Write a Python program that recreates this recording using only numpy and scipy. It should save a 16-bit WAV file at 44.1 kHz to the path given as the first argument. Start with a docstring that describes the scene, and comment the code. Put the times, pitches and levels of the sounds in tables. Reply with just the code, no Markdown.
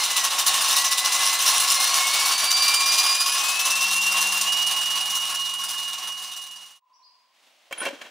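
"""A small brushless motor on a workshop stand spins a geared, slightly loose rotor: its pole whine, made of
gliding sines, dips, climbs and settles, while shaped noise scrapes once a turn and rings the stand; it all fades out.
A quiet room by a window fades in as hiss and a far narrow-band drone, with two swept-sine bird chirps between houses,
a noise rustle, then a window handle that clicks, squeaks and clunks: noise bursts into ringing modes."""
import sys
import numpy as np
from scipy import signal
from scipy.fft import rfft, irfft, next_fast_len
from scipy.io import wavfile
from scipy.ndimage import uniform_filter1d, map_coordinates

SR = 44100
rng = np.random.default_rng(int(sys.argv[2]) if len(sys.argv) > 2 else 0)


def materialize(psi):
    """Save the field psi as 16-bit PCM at rate SR to the path in sys.argv[1].

    A 1-D psi becomes a single channel; in a 2-D psi each row is a channel.
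    """
    bounded = np.clip(np.atleast_2d(psi).T, -1, 1)
    quanta = np.round(bounded * 32767).astype(np.int16)
    wavfile.write(sys.argv[1], SR, quanta)


def invert_db(level):
    """Linear amplitude ratio for a level in decibels (20 dB per decade), elementwise."""
    return 10 ** (np.asarray(level, dtype=float) / 20)


N = 357210

# motor speed, heard as the centre pitch of the pole whine: (time [s], whine pitch [Hz])
SPIN = [(0, 2115), (.25, 1912), (.35, 1855), (.55, 1805), (.65, 1835), (.75, 1912), (.85, 1960),
        (1.05, 2010), (1.3, 2038), (1.65, 2050), (1.95, 2168), (2.25, 2239), (2.45, 2310), (2.95, 2407),
        (3.15, 2430), (3.35, 2494), (3.55, 2580), (3.75, 2690), (3.95, 2755), (4.42, 2778), (4.49, 2874),
        (4.56, 2886), (6.8, 2885)]
# resonances of stand and rotor, before a lift common to all: (centre [Hz], width [Hz], level [dB])
STAND = [(200, 14, -5), (751, 14, -2), (1092.7, 26, 4), (1384, 68, -7), (1712, 24, -3), (2850, 230, -4),
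         (3720, 320, -8.5), (4945, 110, -11), (5730, 500, -12), (6110, 150, -12.5), (7240, 190, -9),
         (10950, 110, -15), (8580, 320, -8.5), (9890, 310, -5.5), (4204, 63, -8.5), (13400, 230, -7.5),
         (15100, 330, -4.5)]
# start and end of the workshop's fade-out: (start [s], end [s])
FADE = (3, 6.8)
# left-right correlation by the window: (frequency [Hz], likeness [0-1])
ALIKE_ROOM = [(130, 0.81), (640, 0.84), (6800, 0.75), (15000, .99)]
# colour shared by room hiss and rustle: (frequency [Hz], relative level [dB])
AIR_COLOUR = [(60, -49.5), (130, -26), (274, -13), (400, -16.5), (636, -4), (1410, -10), (2800, -5),
              (6000, -13), (16000, -28.5)]
# ringing modes of the window frame: (frequency [Hz], relative level [dB], 60 dB decay time [s])
FRAME = [(290, -6.5, 0.076), (564, -1, 0.087), (700, -7.5, 0.025), (1057, -4, 0.057), (1500, -3.5, .06),
         (1790, -4.5, 0.038), (2300, -3, .03), (2720, -2.5, .04), (3190, -2.5, 0.054), (4000, -12, 0.035)]
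WHINE_CYCLES = 14  # whine cycles per shaft turn


def unit(x):
    """Scaled to rms 1."""
    return x / np.sqrt(np.mean(x ** 2) + 1e-20)


def along(points, hz):
    """Value at each frequency, from (Hz, value) points joined on a log axis."""
    f, v = np.transpose(points)
    return np.interp(np.log(hz + 1), np.log(f + 1), v)


def curves(rows, edge=None):
    """One value per sample for each column after the time; edge is the value outside the listed times."""
    s, *cols = np.transpose(rows)
    return [np.interp(np.arange(N) / SR, s, c, edge, edge) for c in cols]


def wobble(rate):
    """A smooth random curve, rate knots a second."""
    knots = rng.standard_normal(int(N * rate / SR) + 4)
    return map_coordinates(knots, [np.arange(N) * rate / SR])


def filtered(x, response):
    """x filtered by a zero-phase gain over frequency."""
    m = next_fast_len(N + 8192)
    return irfft(rfft(x, m) * response(np.fft.rfftfreq(m, 1 / SR)), m)[..., :N]


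def noise(gain, alike):
    """Stereo noise of rms 1, coloured by gain, its left-right correlation set by the mid/side balance."""
    def mid_side_gain(hz):
        turn = np.arccos(np.clip(along(alike, hz), -1, 1)) / 2
        return gain(hz) * [np.cos(turn), np.sin(turn)]

    mid, side = filtered(rng.standard_normal((2, N)), mid_side_gain)
    return unit(np.array([mid + side, mid - side]))


def tone(hz, db):
    """A sine that follows a pitch and an rms level."""
    phase = 2 * np.pi * np.cumsum(hz + np.zeros(N)) / SR
    return np.sqrt(2) * invert_db(db) * np.sin(phase)


def echoes(x, t60, delay):
    """A stereo tail of noise that dies by 60 dB in t60 seconds, silent until delay seconds."""
    t = np.arange(SR // 2) / SR
    tail = rng.standard_normal((2, len(t))) * invert_db(-60 * t / t60) * (t > delay)
    return signal.fftconvolve(x[None], tail / np.linalg.norm(tail[0]), axes=1)[:, :N]


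def stand(hz, lift_db):
    """Gain of the ringing stand: resonant power peaks over a flat base."""
    peaks = sum(invert_db(2 * (db + lift_db)) / (1 + (2 * (hz - c) / w) ** 2) for c, w, db in STAND)
    return np.sqrt(1 + peaks)


def motor():
    """Pole whine and overtones, shaft unbalance, and the drive's switching tone beating with the whine."""
    # drive and overtone balance by motor speed: (whine pitch [Hz], switching tone [dB],
    # switching + whine tone [dB], fourth harmonic [dB], whine left-right difference [dB])
    speed_points = [(1800, -53, -47.5, -60, 1), (2060, -55.5, -50.5, -58.5, 0),
                    (2150, -50, -41.5, -57, -0.5), (2500, -52, -36.5, -55, 4), (2520, -56, -46, -44, 20.5),
                    (2650, -62, -56, -38, 4.5), (2760, -61, -65.5, -45.5, 1), (2910, -69, -72.5, -54, -7.5)]
    # how loudly motor and stand radiate whine and octave at each pitch: (frequency [Hz], level [dB])
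    radiate = [(1800, -39.5), (1850, -51), (1885, -43), (1910, -38.5), (2035, -35.5), (2055, -49),
               (2120, -33), (2165, -46), (2190, -28.5), (2300, -38), (2365, -28.5), (2490, -37),
               (2770, -22.5), (2800, -35), (2850, -21.5), (3600, -42), (4050, -40), (4250, -34.5),
               (4430, -37), (4560, -32), (4700, -24), (5000, -29), (5070, -55.5), (5800, -54)]
    switching_hz = 8008
    hz, = curves(SPIN)
    speeds, *columns = np.transpose(speed_points)
    switching_db, beat_db, fourth_db, pan_db = [np.interp(hz, speeds, c) for c in columns]

    whine = tone(hz + 3 * wobble(40), along(radiate, hz) + 1.8 * wobble(25))
    whine = whine * invert_db([pan_db / 2, -pan_db / 2])
    octave = tone(2 * hz + 12 * wobble(90), along(radiate, 2 * hz) + 3.1 * wobble(40))
    octave = octave * invert_db(np.outer([1.2, -1.2], wobble(2.6)))  # drifts left and right
    fourth = tone(4 * hz + 14 * wobble(60), fourth_db + 1.5 * wobble(15))
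    drive = tone(switching_hz, switching_db + 2.8 * wobble(5))
    drive = drive + tone(switching_hz + hz, beat_db + 2.3 * wobble(17))

    # the unbalance is heard only near the stand's lowest mode
    shaft_hz = hz / WHINE_CYCLES
    sway_hz, sway_width, _ = STAND[0]
    hum = tone(shaft_hz, -51 + .8 * wobble(18)) / (1 + (2 * (shaft_hz - sway_hz) / sway_width) ** 2)
    return whine + octave + drive + fourth + hum


def catches():
    """Time, length, catch level and late level of every rotor turn, geared down from the shaft with random slack."""
    # catches that stand out, each replacing the usual one of its turn:
    # (time [s], catch level [dB], level late in the turn [dB])
    standouts = [(.034, -21.5, -27), (.099, -23, -31.5), (.162, -19, -26), (.237, -20, -33.5),
                 (.302, -26, -31), (.383, -20, -31), (.606, -22, -24), (.681, -21.5, -20.5),
                 (.76, -19, -22.5), (.908, -19.5, -28.5), (.974, -20.5, -29.5), (1.042, -20, -28),
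                 (1.118, -21, -22.5), (1.253, -21, -22), (1.386, -21.5, -21), (1.457, -19.5, -20.5),
                 (1.598, -20.5, -22), (1.675, -21.5, -18.5), (1.798, -21, -20.5), (2.311, -22.5, -29),
                 (2.436, -21.5, -31), (3.201, -21.5, -24.5), (3.258, -22, -23), (3.65, -20.5, -24),
                 (3.807, -20.5, -21), (3.908, -20, -21), (4.205, -18.5, -22.5), (4.408, -18, -23),
                 (4.616, -21.5, -31), (4.9, -20, -26)]
    gear, first_turn, slack = 10.02, .39, .045  # shaft turns per rotor turn; first catch and scatter [turns]
    usual_catch_db, usual_late_db = -21.5, -25
    rate = curves(SPIN)[0] / (WHINE_CYCLES * gear)  # rotor turns per second
    angle = np.cumsum(rate) / SR
    luck = rng.standard_normal((int(angle[-1]), 3))

    catch_angle = first_turn + np.arange(len(luck)) + slack * luck[:, 0]
    s = np.interp(catch_angle, angle, np.arange(N) / SR)
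    catch_db = usual_catch_db + 1.2 * luck[:, 1]
    late_db = usual_late_db + 2.3 * luck[:, 2]
    own_s, own_db, own_late_db = np.transpose(standouts)
    own = np.round(angle[(own_s * SR).astype(int)] - first_turn).astype(int)
    s[own], catch_db[own], late_db[own] = own_s, own_db, own_late_db
    return s, 1 / rate[(s * SR).astype(int)], catch_db, late_db


def patchy(x, depth_db):
    """Random gain patches in time and frequency, a few hundred hertz wide, alike in both channels."""
    z = signal.stft(x, nperseg=256)[2]
    field = uniform_filter1d(rng.standard_normal(z.shape[1:]), 3, 0)
    field = uniform_filter1d(field, 12, 1)
    return unit(signal.istft(z * invert_db(depth_db * unit(field)), nperseg=256)[1][:, :N])


def rotor():
    """Each turn the loose rotor catches suddenly, drags and lets go; small rattles roughen the drag."""
    # broad colour of the scrape: (frequency [Hz], relative level [dB])
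    scrape_colour = [(400, -43), (1000, -16), (2900, -12), (6000, -3.5), (8000, -10.5), (10000, -10.5),
                     (14500, -16), (16000, -27)]
    # broad colour of the steady whirr under it: (frequency [Hz], relative level [dB])
    whirr_colour = [(25, -50.5), (100, -36), (450, -23), (700, -13), (1050, -6.5), (1500, -14.5),
                    (2900, -9), (6000, -11), (9000, -15), (16000, -28)]
    # left-right correlation in the workshop: (frequency [Hz], likeness [0-1])
    likeness = [(400, 0.99), (3300, .9), (6000, 0.93), (10000, 1), (15000, 1)]
    s, turn, catch_db, late_db = catches()
    free_db = np.roll(late_db, 1) - 5.0  # lighter contact just before the catch
    times = np.ravel([s - .004, s + 0.0054, s + 0.27 * turn, s + 0.69 * turn], order="F")
    levels = np.ravel([free_db, catch_db + 0.33, catch_db - .6, late_db], order="F")
    drag_db = np.interp(np.arange(N) / SR, np.maximum.accumulate(times), levels)

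    grit = unit(invert_db(1.76 * wobble(500) + 0.35 * wobble(60)))
    rubbing = noise(lambda hz: invert_db(along(scrape_colour, hz)) * stand(hz, 19.9), likeness)
    scrape = invert_db(drag_db) * grit * patchy(rubbing, depth_db=2.5)
    sizzle = filtered(scrape, lambda hz: 1 / (1 + (8000 / (hz + 1)) ** 4))
    scrape = scrape + (invert_db(0.97 * (drag_db + 21.5)) - 1) * sizzle  # a harder catch is also brighter

    # the whirr only partly follows the drag, and settles as the speed rises
    sway_db = 0.21 * (drag_db + 30) + 1.1 * wobble(30) + 1.65 * wobble(7)
    speed_db = -27 - 0.5 * (curves(SPIN)[0] / 1000 - 2)  # -0.5 dB per kHz of whine above 2 kHz
    whirr = noise(lambda hz: invert_db(along(whirr_colour, hz)) * stand(hz, 8.3), likeness)
    return scrape + invert_db(speed_db + sway_db) * whirr


def room():
    """Quiet room: coloured noise as hiss, and a narrow noise band as a far drone with a faint overtone."""
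    # (time [s], room hiss level [dB], far drone level [dB])
    room_levels = [(6.8, -93, -77), (6.9, -75.5, -60.5), (7.2, -68.5, -65), (7.32, -68.5, -70),
                   (7.38, -63.5, -84.5), (7.7, -60, -85.5), (8.1, -56.5, -87)]
    hiss_db, drone_db = curves(room_levels)
    hiss = noise(lambda hz: invert_db(along(AIR_COLOUR, hz)), ALIKE_ROOM)
    drone = noise(lambda hz: 1 / (1 + ((hz - 1020) / 45) ** 2) + 0.09 / (1 + ((hz - 2825) / 25) ** 2),
                  ALIKE_ROOM)
    air = invert_db(hiss_db) * hiss + invert_db(drone_db) * drone
    return air * (np.arange(N) > FADE[1] * SR)


def bird():
    """Quick upward chirps, sines on a flattening sweep, heard mostly as echoes off the houses."""
    # (time [s], start pitch [Hz], top pitch [Hz], length [s], direct peak level [dB])
    chirps = [(6.925, 4400, 5900, .035, -62.5), (7.022, 3960, 5020, .04, -56)]
    calls = np.zeros(N)
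    for s, start_hz, top_hz, length, db in chirps:
        u = np.linspace(0, 1, int(length * SR))
        hz = top_hz + (start_hz - top_hz) * np.exp(-(u / 0.404) ** 2)
        chirp = np.sin(np.pi * u) * np.sin(2 * np.pi * np.cumsum(hz) / SR)
        calls[round(s * SR):][:len(u)] += invert_db(db) * chirp
    return calls + invert_db(8.0) * echoes(calls, t60=0.78, delay=0.0073)


def rustle():
    """A short rustle: air-coloured noise whose level flutters."""
    # centre of the fluttering level: (time [s], level [dB])
    rustle_levels = [(7.335, -74.5), (7.35, -65), (7.47, -59), (7.51, -68), (7.6, -75), (7.69, -65.5)]
    level_db = curves(rustle_levels, edge=-120)[0] + 3.1 * wobble(67)
    return invert_db(level_db) * noise(lambda hz: invert_db(along(AIR_COLOUR, hz)), ALIKE_ROOM)


def handle_slide():
    """Parts sliding in the handle: fluttering noise coloured by the frame's modes."""
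    # centre of the fluttering level: (time [s], level [dB])
    slide_levels = [(7.71, -42), (7.77, -44), (7.82, -38), (7.87, -29.5), (7.92, -43.5), (8.012, -49.5),
                    (8.016, -38), (8.04, -45), (8.1, -52)]
    # broad colour: (frequency [Hz], relative level [dB])
    slide_colour = [(80, -30), (200, -8.5), (350, -5.5), (3300, -1), (6000, 1.5), (16000, -17)]

    def gain(f):
        modes = 0.14 + sum(invert_db(d) / (1 + ((f - c) / 120) ** 2) for c, d, _ in FRAME)
        return modes * invert_db(along(slide_colour, f))

    level_db = curves(slide_levels, edge=-120)[0] + 2.5 * wobble(90)
    return invert_db(level_db) * noise(gain, ALIKE_ROOM)


def handle_contacts():
    """Each contact is a short rattle that rings the frame's modes near its centre, plus a bright crack."""
    # (time [s], strength [dB], centre [Hz])
    contacts = [(7.711, -37, 900), (7.726, -23.5, 3400), (7.777, -35, 2300), (7.804, -25.5, 2000),
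                (7.816, -24, 1600), (7.832, -32, 1500), (7.853, -19.5, 2940), (7.863, -19, 560),
                (7.868, -23.5, 2200), (7.877, -24, 602), (7.905, -30, 449), (7.929, -29.5, 350),
                (8.013, -32, 1800)]
    out, t = np.zeros(N + SR), np.arange(SR // 5) / SR
    hz, level_db, t60 = np.transpose(FRAME)[:, :, None]
    for s, db, centre_hz in contacts:
        gain_db = level_db - 12 * np.log2(hz / centre_hz) ** 2 + 3 * rng.standard_normal(hz.shape)
        ring = np.sum(invert_db(gain_db - 60 * t / t60) * np.sin(2 * np.pi * hz * t), axis=0)
        rattle = invert_db(-60 * t / 0.03) * rng.standard_normal(len(t))
        crack = invert_db(-1.5) * (centre_hz / 3000) ** 2 * (rattle - uniform_filter1d(rattle, size=16))
        rung = signal.fftconvolve(ring, rattle / np.linalg.norm(rattle))[:len(t)]
        out[round(s * SR):][:len(t)] += invert_db(db) * (rung + crack)
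    # small, padded parts: little below 210 Hz, softened towards 9 kHz
    return filtered(out[:N], lambda f: f ** 4 / (f ** 4 + 210 ** 4) / (1 + (f / 9000) ** 2))


def handle_squeak():
    """The handle's metal squeak in slips: a high sine, rough in pitch and level."""
    # centre of the roughness: (time [s], pitch [Hz], level [dB])
    slips = [(7.776, 9900, -66), (7.782, 9890, -32), (7.795, 9800, -41), (7.806, 9540, -33),
             (7.865, 9760, -61)]
    hz = curves(slips)[0] + 90 * wobble(300)
    return tone(hz, curves(slips, edge=-120)[1] + 4 * wobble(150))


def handle():
    """Contacts and squeak reach the right channel 1 dB louder than the left, with a short echo tail; parts
    slide."""
    near = handle_contacts() + handle_squeak()
    return (
            handle_slide() + near * invert_db([[-.5], [.5]]) + invert_db(-13.5) * echoes(near, t60=0.21, delay=0.0015))


def scene():
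    """The workshop fades out, then the window."""
    fade = np.clip((FADE[1] - np.arange(N) / SR) / (FADE[1] - FADE[0]), 0, 1) ** 0.88
    return fade * (motor() + rotor()) + room() + bird() + rustle() + handle()


def band_limit(x):
    """A steep low-pass at the top of the band."""
    return signal.sosfilt(signal.butter(12, 16680, fs=SR, output="sos"), x)


def record(dry):
    """Nothing is kept at or above the band limit of 15680 Hz."""
    mix = filtered(dry, lambda hz: hz < 15680)
    return band_limit(mix)


dry = scene()
out = record(dry)
materialize(out)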